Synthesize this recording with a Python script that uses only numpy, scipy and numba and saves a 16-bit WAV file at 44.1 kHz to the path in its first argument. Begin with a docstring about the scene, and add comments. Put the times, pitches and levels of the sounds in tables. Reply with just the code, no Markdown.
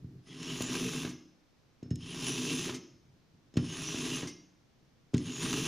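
"""Knife on a disc sharpener

A kitchen knife is pulled through a small steel disc sharpener on a table, close up; the fourth pull is cut short.
Knocks ring the table's modes, and ticks are noise cracks with a short ring of the seated blade.
Each pull grinds from heel to tip: uneven noise through steel, grit and sizzle colours, over table rumble.
After the first three pulls the tip scratches off and the free blade rings in beating pairs.
Hands and sleeves rub softly between pulls, in a small, quiet room with faint air and hiss."""
import sys
import numpy as np
from scipy import signal
from scipy.fft import rfft, irfft
from scipy.io import wavfile
from scipy.ndimage import uniform_filter1d
from numba import njit

SR = 44100
rng = np.random.default_rng(int(sys.argv[2]) if len(sys.argv) > 2 else 0)


def generate_wav(signal):
    """Clip the signal to [-1, 1] and save it as 16-bit WAV at the path in sys.argv[1]."""
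    frames = np.transpose(np.atleast_2d(signal))
    scaled = np.clip(frames, -1, 1) * 32767
    pcm = np.round(scaled).astype(np.int16)
    wavfile.write(sys.argv[1], SR, pcm)


N = 250047
TIME = np.arange(N) / SR


def undb(db):
    """Decibels to gain."""
    return 10 ** (np.asarray(db) / 20)


def unit(x):
    """Scale to rms 1."""
    return x / np.sqrt(np.mean(x ** 2))


def peak(x, db):
    """Scale to a peak level."""
    return x * undb(db) / np.abs(x).max()


def ring(x, impulse_response):
    """Drive an impulse response with x."""
    return signal.fftconvolve(x, impulse_response)[:len(x)]


def response(points, size=4096):
    """Causal, minimum-phase impulse response with a (f/Hz, level/dB) spectrum."""
    points_hz, points_db = np.transpose(points)
    hz = np.fft.rfftfreq(size, 1 / SR)
    gain = undb(np.interp(np.log(hz + 1), np.log(points_hz), points_db))
    cepstrum = irfft(np.log(gain))
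    # folding the cepstrum forward in time makes the response causal
    cepstrum[1:size // 2] *= 2
    cepstrum[size // 2 + 1:] = 0
    return irfft(np.exp(rfft(cepstrum)))


def modes(table, size=32768):
    """Damped sines; neighbouring modes start in opposite directions."""
    t = TIME[:size]
    total = np.zeros(size)
    for k, (hz, db, t60) in enumerate(table):
        decay = undb(db - 60 * t / t60)
        total += (-1) ** k * decay * np.sin(2 * np.pi * hz * t)
    return total


def walk(rate):
    """Chance curve of rms 1: straight lines between random points, rate points a second."""
    knots = rng.standard_normal(N // 10)
    return unit(np.interp(TIME * rate, np.arange(len(knots)), knots))


def burst(decay_s, size=8192):
    """A cluster of tiny fractures: noise that dies away."""
    return rng.standard_normal(size) * np.exp(-TIME[:size] / decay_s)


def diffuse(decay_s, size=16384, count=70):
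    """Response of crowded modes: rippled from one mode to the next, flat over wider bands."""
    spectrum = rfft(burst(decay_s, size=size))
    band_level = np.sqrt(uniform_filter1d(np.abs(spectrum) ** 2, count))
    return irfft(spectrum / band_level)[:size // 2]


def add(track, s, sound):
    """Mix a sound in at time s."""
    start = int(s * SR)
    track[start:start + len(sound)] += sound[:N - start]


@njit
def resonate(x, hz, width):
    """Band-pass whose centre moves every sample."""
    y, band, low = np.empty(len(x)), 0., 0.
    for i in range(len(x)):
        g, k = np.tan(np.pi * hz[i] / SR), width / hz[i]
        v = (band + g * (x[i] - low)) / (1 + g * (g + k))
        band = 2 * v - band
        low += 2 * g * v
        y[i] = k * v
    return y


def held(start, length, rise_s, fade_s):
    """Gain of a contact: swells up to 1 at its start, holds, then fades, both exponentially."""
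    before = np.maximum(start - TIME, 0)
    after = np.maximum(TIME - start - length, 0)
    return np.exp(-before / rise_s - after / fade_s)


# colour of the room background: f/Hz, relative level/dB per Hz
QUIET_COLOUR = [(25, -3.5), (130, 0.5), (230, 0), (330, -5), (450, -6.5), (1000, -13), (2500, -17.5),
                (6000, -20), (7000, -26.5), (7800, -31.5), (15000, -36.5)]
QUIET_DB = -69.5  # rms


def background():
    """Faint, steady room air and hiss: noise through a fixed colour."""
    return undb(QUIET_DB) * unit(ring(rng.standard_normal(N), response(QUIET_COLOUR)))


# hands and sleeves shift on the table between pulls: start t/s, length t/s, level/dB
SHUFFLE_MOVES = [(0.0, 0.17, -56), (1.6, 0.36, -72), (2.916, 0.26, -63), (3.34, 0.29, -67.5),
                 (4.505, 0.64, -72)]
# colour of that rubbing: f/Hz, relative level/dB
SHUFFLE_COLOUR = [(30, -14), (75, 1.5), (145, 7), (215, -4), (320, -3), (430, -15), (900, -47),
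                  (3000, -49.5)]


def hands(rough_db=3, rise_s=0.038, fade_s=0.05):
    """Soft, uneven rubbing of hands and sleeves, dulled by the table."""
    rub = rng.standard_normal(N) * undb(rough_db * walk(35))
    moves = sum(undb(db) * held(s, length, rise_s, fade_s) for s, length, db in SHUFFLE_MOVES)
    return moves * unit(ring(rub, response(SHUFFLE_COLOUR)))


# table top modes, before the table's overall colour: f/Hz, level/dB, decay by 60 dB t/s
TABLE_MODES = [(65, -13, 0.16), (105.8, -12.5, 0.48), (129.3, -3, 0.15), (152.8, -2, 0.28),
               (183.5, -1, 0.2), (220.3, -6.5, 0.26), (250.7, 2.5, 0.22), (277, 1, 0.21), (310, -3, 0.47),
               (346.6, -4, 0.3), (380, -1.5, 0.2), (404.8, -5, 0.26), (443.3, -3, 0.232),
               (461, -0.5, 0.031)]


def table_top():
    """Impulse response of the table: its modes, strongest in the low mids."""
    colour = response([(30, -22.0), (70, -7), (140, 1), (480, -7), (750, -14.0), (2000, -31.5)])
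    return ring(modes(TABLE_MODES), colour)


# the blade lands or catches and jolts the table:
# t/s, thud peak level/dB, contact softness (low-pass corner) f/Hz, crunch peak level/dB
KNOCK_EVENTS = [(0.041, -34.5, 106, -65), (0.604, -27.5, 700, -28), (1.046, -29, 700, -34),
                (1.825, -32.5, 384, -55.5), (1.857, -38.5, 265, -63), (1.908, -20.5, 132, -49.5),
                (2.678, -45, 700, -36), (2.692, -29.5, 700, -32.5), (3.537, -45.5, 600, -57),
                (3.555, -34, 495, -56), (3.568, -14, 222, -31.5), (3.942, -28.5, 700, -37),
                (4.228, -28, 686, -39), (5.133, -31, 600, -59), (5.140, -13.5, 280, -33)]
# bending wave that a knock sends through the table: f/Hz, relative level/dB
THUD_COLOUR = [(25, -26.5), (45, -22), (65, -8.5), (100, 6), (160, 3), (260, 7.5), (400, -0.5), (600, -8),
               (1200, -19), (4000, -46)]
# coarse grit, in the knocks' crunch and in the scrape: f/Hz, relative level/dB
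GRIT_COLOUR = [(300, -1.5), (550, 4), (800, -3), (1150, 0.5), (1600, -1), (2100, -3.5), (3000, -2.5),
               (6000, -11.5), (9000, -32)]


def knocks(table, spread_s=0.0041, ring_db=-10, crunch_s=0.015, size=32768):
    """A bending wave crosses the table, highs first, and leaves its modes ringing; grit crunches."""
    out, hz = np.zeros(N), np.fft.rfftfreq(size, 1 / SR)
    # bending waves travel as the root of frequency; spread_s is the delay at 200 Hz
    dispersion = np.exp(-4j * np.pi * spread_s * np.sqrt(200 * hz))
    wave = -irfft(rfft(response(THUD_COLOUR), size) * dispersion)
    body = peak(wave, 0) + peak(ring(table, wave), ring_db)
    for s, thud_db, soft_hz, crunch_db in KNOCK_EVENTS:
        thud = signal.lfilter(*signal.butter(2, soft_hz, fs=SR), body)
        add(out, s, peak(thud, thud_db))
        crunch = ring(burst(crunch_s), response(GRIT_COLOUR))
        add(out, s + 0.002018, peak(crunch, crunch_db))
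    return out


# pulls from heel to tip: start t/s, length t/s, time to full speed t/s, softness at the heel level/dB,
# then base gains of scrape, sizzle, grit and table rumble level/dB
PULL_EVENTS = [(0.277, 0.82, 0.41, -17.5, -42, -56, -48, -41.5),
               (2.019, 0.72, 0.29, -14, -39, -56, -47.5, -39.5),
               (3.604, 0.66, 0.25, -13.5, -40.5, -60, -47, -41),
               (5.178, 0.62, 0.38, -14.5, -38.5, -54, -46, -38.5)]
# how each layer follows a pull: share of the heel softness,
# gain where the hand bears down level/dB, change at the tip level/dB
SCRAPE_FOLLOW = (1, 0.61, -13)
SIZZLE_FOLLOW = (1.95, 1.1, -10.5)  # same columns
GRIT_FOLLOW = (1, 0.83, -3)  # same columns
RUMBLE_FOLLOW = (0.46, 5.54, -2.2)  # same columns
# uneven spots where the edge bites harder or skims:
# middle t/s, reach either side t/s, gains of scrape, sizzle and chatter (grit and rumble) level/dB
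UNEVEN_SPOTS = [(0.44, 0.071, 3, -1, 3.5), (0.624, 0.0051, 6.5, 14, 5), (0.672, 0.033, -1.5, -12, 1),
                (0.756, 0.048, 1.2, 1, 3.5), (2.277, 0.019, 3.5, 3, 2.5), (2.523, 0.045, 1.5, 0.3, 2.5),
                (4.13, 0.05, 0, 2, -1.5), (5.437, 0.036, 2, 0, 5)]
# the hand bears down hardest past the middle (shares of the edge)
PRESS_PLACE, PRESS_REACH = 0.65, 0.13
# the curved tip rides up out of the slot over the last share of the edge
TIP_SHARE = 0.16
# contact is made and lost (s)
BITE_S, LET_GO_S = 0.018, 0.031


def pulls(ease=1.89):
    """Place on the edge (0 heel, 1 tip) and layer gains: pulls speed up, bear down, lift at the tip."""
    place, gains = np.zeros(N), np.zeros((4, N))
    laws = np.array([SCRAPE_FOLLOW, SIZZLE_FOLLOW, GRIT_FOLLOW, RUMBLE_FOLLOW])
    for start, length, speed_up_s, heel_db, *full_db in PULL_EVENTS:
        along = np.clip((TIME - start) / length, 0, 1)
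        speed = np.clip((TIME - start) / speed_up_s, 0, 1)
        slow_db = heel_db * (1 - speed) ** ease
        press = np.exp(-((along - PRESS_PLACE) / PRESS_REACH) ** 2)
        lift = np.maximum(1 - (1 - along) / TIP_SHARE, 0) ** 2
        layer_db = np.array(full_db)[:, None] + laws @ [slow_db, press, lift]
        gains += held(start, length, BITE_S, LET_GO_S) * undb(layer_db)
        # the place returns to the heel 0.1 s ahead of each pull
        place = np.where(TIME > start - .1, along, place)
    for s, reach, scrape_db, sizzle_db, chatter_db in UNEVEN_SPOTS:
        bump = np.exp(-((TIME - s) / reach) ** 2)
        gains *= undb(np.outer([scrape_db, sizzle_db, chatter_db, chatter_db], bump))
    return place, gains


# blade resonances slide as the contact travels along the edge:
# at the heel f/Hz, at the tip f/Hz, width f/Hz, relative level/dB
PINNED_MODES = [(3000, 2650, 330, 1.5), (3950, 3900, 110, -14), (5160, 6500, 220, -3),
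                (6320, 7700, 300, -8), (9700, 10000, 290, -10.5), (9660, 9950, 150, -6.5)]


def pinned_blade(place, spurts, wander, flicker_db):
    """Moving resonances of the blade in the slot, excited by noisy spurts, at rms 1 before trimming."""
    pinned = 0
    # the blade rocks in the slot, so its main resonances wander and take turns
    for heel, tip, width, db in PINNED_MODES:
        hz = heel + (tip - heel) * place + wander * np.sqrt(3000 * heel) * walk(25)
        level = undb(db + flicker_db * walk(18))
        pinned = pinned + level * resonate(rng.standard_normal(N) * spurts, hz, float(width))
    # the blade hardly radiates just above 8 kHz, nor in the bass
    pinned = unit(signal.lfilter(*signal.iirnotch(8100, 8, fs=SR), pinned))
    pinned = signal.lfilter(*signal.butter(2, 1900, "high", fs=SR), pinned)
    # leave the top to the sizzle of a fast edge
    return signal.sosfilt(signal.butter(10, 10200, fs=SR, output="sos"), pinned)


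# colour of steel on steel: f/Hz, relative level/dB
STEEL_COLOUR = [(1200, -35), (2250, -11.5), (2600, 5), (3300, 1), (3900, -3), (4700, -6.5), (5900, -0.5),
                (7050, -2.5), (7650, -7.5), (8100, -23), (8600, -15), (9150, -13.5), (9900, -7),
                (10800, -33), (15000, -46)]
# colour of the fine sizzle: f/Hz, relative level/dB
SIZZLE_COLOUR = [(7000, -59), (9000, 9.5), (10300, 13.5), (11000, 0.5), (12000, 7.5), (12800, -10),
                 (13500, -3), (14300, -1), (15200, -1.5)]


def scrape(table, judder_db=1.3, grit_judder_db=3.5, grain_db=1.0, steel_db=-2, pinned_db=-7, heel_db=6,
           grit_db=-1, rumble_db=-2.5, tilt_db=5, sizzle_db=1, wander=0.0093, flicker_db=5.5):
    """Burrs on the edge snap past the discs in uneven spurts, shaking blade, sharpener and table."""
    place, (force, sizzle, grit, rumble) = pulls()
    slip = unit(walk(420) + 0.33 * walk(70))
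    spurts = undb(grain_db * walk(4000) + judder_db * slip)
    fine = unit(rng.standard_normal(N) * spurts)
    coarse = unit(rng.standard_normal(N) * undb(grit_judder_db * slip))
    # each snap is heard directly and through the crowded high modes of the steel
    steel = unit(ring(fine + 0.3 * ring(fine, diffuse(0.0058)), response(STEEL_COLOUR)))
    pinned = pinned_blade(place, spurts, wander, flicker_db)
    # the slow start at the heel mostly wakes the main resonances; further on the scrape is broad
    slow_db = heel_db * np.exp(-(place / 0.3) ** 2)
    blade = force * (undb(steel_db - slow_db) * steel + undb(pinned_db + slow_db) * pinned)
    rough = coarse + 0.56 * ring(coarse, diffuse(0.0051))
    crunch = undb(grit_db) * grit * unit(ring(rough, response(GRIT_COLOUR)))
    snaps = rng.standard_normal(N) * spurts
    bright = snaps + 0.86 * ring(snaps, diffuse(0.0068))
    hiss = undb(sizzle_db) * sizzle * unit(ring(bright, response(SIZZLE_COLOUR)))
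    # the table is driven through the sharpener's feet and rings on after the pull
    # its rumble is deep at the slow heel and moves up along the edge
    deep = signal.sosfiltfilt(signal.butter(2, 230, fs=SR, output="sos"), coarse)
    tilt = undb(tilt_db * (np.minimum(place, 0.6) - 0.22))
    drive = rumble * (deep / tilt + (coarse - deep) * tilt)
    boom = undb(rumble_db) * ring(drive, table / np.linalg.norm(table))
    return blade + crunch + hiss + boom


# the edge sings on one resonance: middle t/s, half-length t/s, pitch at the middle f/Hz,
# rms level before the swell and fade level/dB
SQUEAL_EVENTS = [(.31, 0.052, 3300, -60), (0.313, 0.062, 2010, -62.5), (0.319, .06, 9300, -84),
                 (0.848, 0.07, 2570, -52), (2.04, .04, 3110, -53), (2.112, 0.067, 9820, -57),
                 (2.31, 0.084, 5900, -46), (3.726, 0.048, 6500, -51), (3.877, 0.077, 5970, -45.5),
                 (4.136, 0.057, 2790, -45), (5.265, .04, 6500, -56), (5.341, 0.067, 6780, -50),
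                 (5.401, 0.068, 6730, -45), (5.461, .07, 9140, -48)]


def squeals(width_hz=170, glide=0.13):
    """Brief, rough, slightly rising tones where the friction locks to a blade resonance."""
    out = np.zeros(N)
    for s, half, hz, db in SQUEAL_EVENTS:
        t = TIME[:int(2 * half * SR)]
        pitch = hz * (1 + glide * (t - half))
        tone = rng.standard_normal(len(t))
        for _ in range(2):  # two passes narrow the noise to a rough tone
            tone = resonate(tone, pitch, float(width_hz))
        add(out, s - half, undb(db) * unit(tone) * np.hanning(len(t)))
    return out


# sharp ticks of the edge: t/s, crack peak level/dB, brightness f/Hz, blade ring peak level/dB
TICK_EVENTS = [(0.43, -31, 5370, -50), (1.83, -57, 4500, -55), (1.906, -47, 4500, -44),
               (1.957, -40, 8000, -51), (3.54, -52, 5000, -53), (3.558, -54, 5000, -62),
               (3.569, -33.5, 5300, -43.5), (3.573, -29, 5030, -59), (5.136, -49, 5000, -61),
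               (5.140, -36.5, 5360, -57), (5.146, -31, 4000, -64), (5.17, -41, 8000, -58),
               (5.18, -29.5, 5540, -49)]
# colour of a tick, shared by the release scratch: f/Hz, relative level/dB
TICK_COLOUR = [(500, -31), (2000, 22), (5000, 18.5), (6800, 23), (8200, 11.5), (9500, 16), (10600, -12),
               (11800, 6), (15000, -10)]
# modes of the blade seated in the slot: f/Hz, relative level/dB, decay by 60 dB t/s
SEATED_MODES = [(1830, -10, 0.18), (2873, -6.5, 0.13), (3860, -8, 0.1), (5280, 1.5, 0.2), (5420, -4, .1),
                (6480, 2, 0.06), (7270, -4, 0.05), (8500, -20, 0.11), (9700, -26, .05)]


def ticks(crack_s=0.0019):
    """The edge taps the discs: a hard crack and a short ring of the seated blade."""
    out = np.zeros(N)
    for s, crack_db, bright_hz, ring_db in TICK_EVENTS:
        crack = ring(burst(crack_s), response(TICK_COLOUR))
        crack = resonate(crack, np.full(len(crack), float(bright_hz)), 8400.0)
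        add(out, s, peak(crack, crack_db))
        add(out, s, peak(modes(SEATED_MODES), ring_db))
    return out


# the tip slips off: t/s, scratch peak level/dB, ring peak level/dB, nominal main ring f/Hz
RELEASE_EVENTS = [(1.091, -43, -43, 6010), (2.742, -36, -39.5, 6250), (4.272, -38, -38.5, 6120)]
# other modes of the free blade: nominal f/Hz, relative level/dB, decay by 60 dB t/s
FREE_MODES = [(1100, -20.5, 0.41), (2105, -9, 0.53), (2970, -19, 0.22), (3900, -14, 0.38), (4520, -20, .26),
              (4640, -7, 0.3), (5240, -2, .32), (5720, -7, 0.28), (5730, -6, 0.25), (6220, -16, 0.16),
              (6900, -11, 0.13), (8800, -11, 0.24), (9500, -16, .2)]


def releases(scratch_s=0.0084, grip=0.00403, main_db=0, main_t60=0.26):
    """The tip scratches off and the blade rings in close, beating pairs, tuned a little by each grip."""
    out = np.zeros(N)
    for s, scratch_db, ring_db, main_hz in RELEASE_EVENTS:
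        scratch = burst(scratch_s)
        # the scratch swells as the point climbs over the rim
        swell = scratch * TIME[:len(scratch)]
        add(out, s, peak(ring(swell, response(TICK_COLOUR)), scratch_db))
        blade = list(FREE_MODES) + [(main_hz, main_db, main_t60)]
        # every mode twice, each copy detuned by chance
        tuned = [(hz * (1 + grip * rng.standard_normal()), db, t60) for hz, db, t60 in blade * 2]
        free_ring = ring(modes(tuned), diffuse(0.0013, count=40))
        add(out, s, peak(free_ring, ring_db))
    return out


def room(x, t60=0.57, wet_db=-9):
    """Diffuse tail of a small room, dull above 7 kHz."""
    colour = response([(80, 1.0), (300, 5.5), (1000, -1), (4300, -2.0), (6500, 2), (8000, -20), (13000, -5)])
    tail = diffuse(t60 / np.log(1000), size=65536, count=140)
    return undb(wet_db) * ring(x, ring(tail, colour))


def scene(side_room_db=-13, side_air_db=-3, side_hz=900):
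    """All sources sit in the centre; only the air and the low room sound differ between the ears."""
    table = table_top()
    dry = hands() + knocks(table) + scrape(table) + squeals() + ticks() + releases()
    mid = dry + room(dry) + background()
    low_band = signal.butter(2, [side_hz / 2, side_hz], "bandpass", fs=SR)
    spread = signal.lfilter(*low_band, room(dry))
    side = undb(side_room_db) * spread + undb(side_air_db) * background()
    return np.array([mid + side, mid - side])


TOP_HZ = 15400


def record(dry):
    """The microphone cuts the top steeply: an elliptic low-pass."""
    return signal.sosfilt(signal.ellip(10, .2, 70, TOP_HZ, fs=SR, output="sos"), dry)


dry = scene()
out = record(dry)
generate_wav(out)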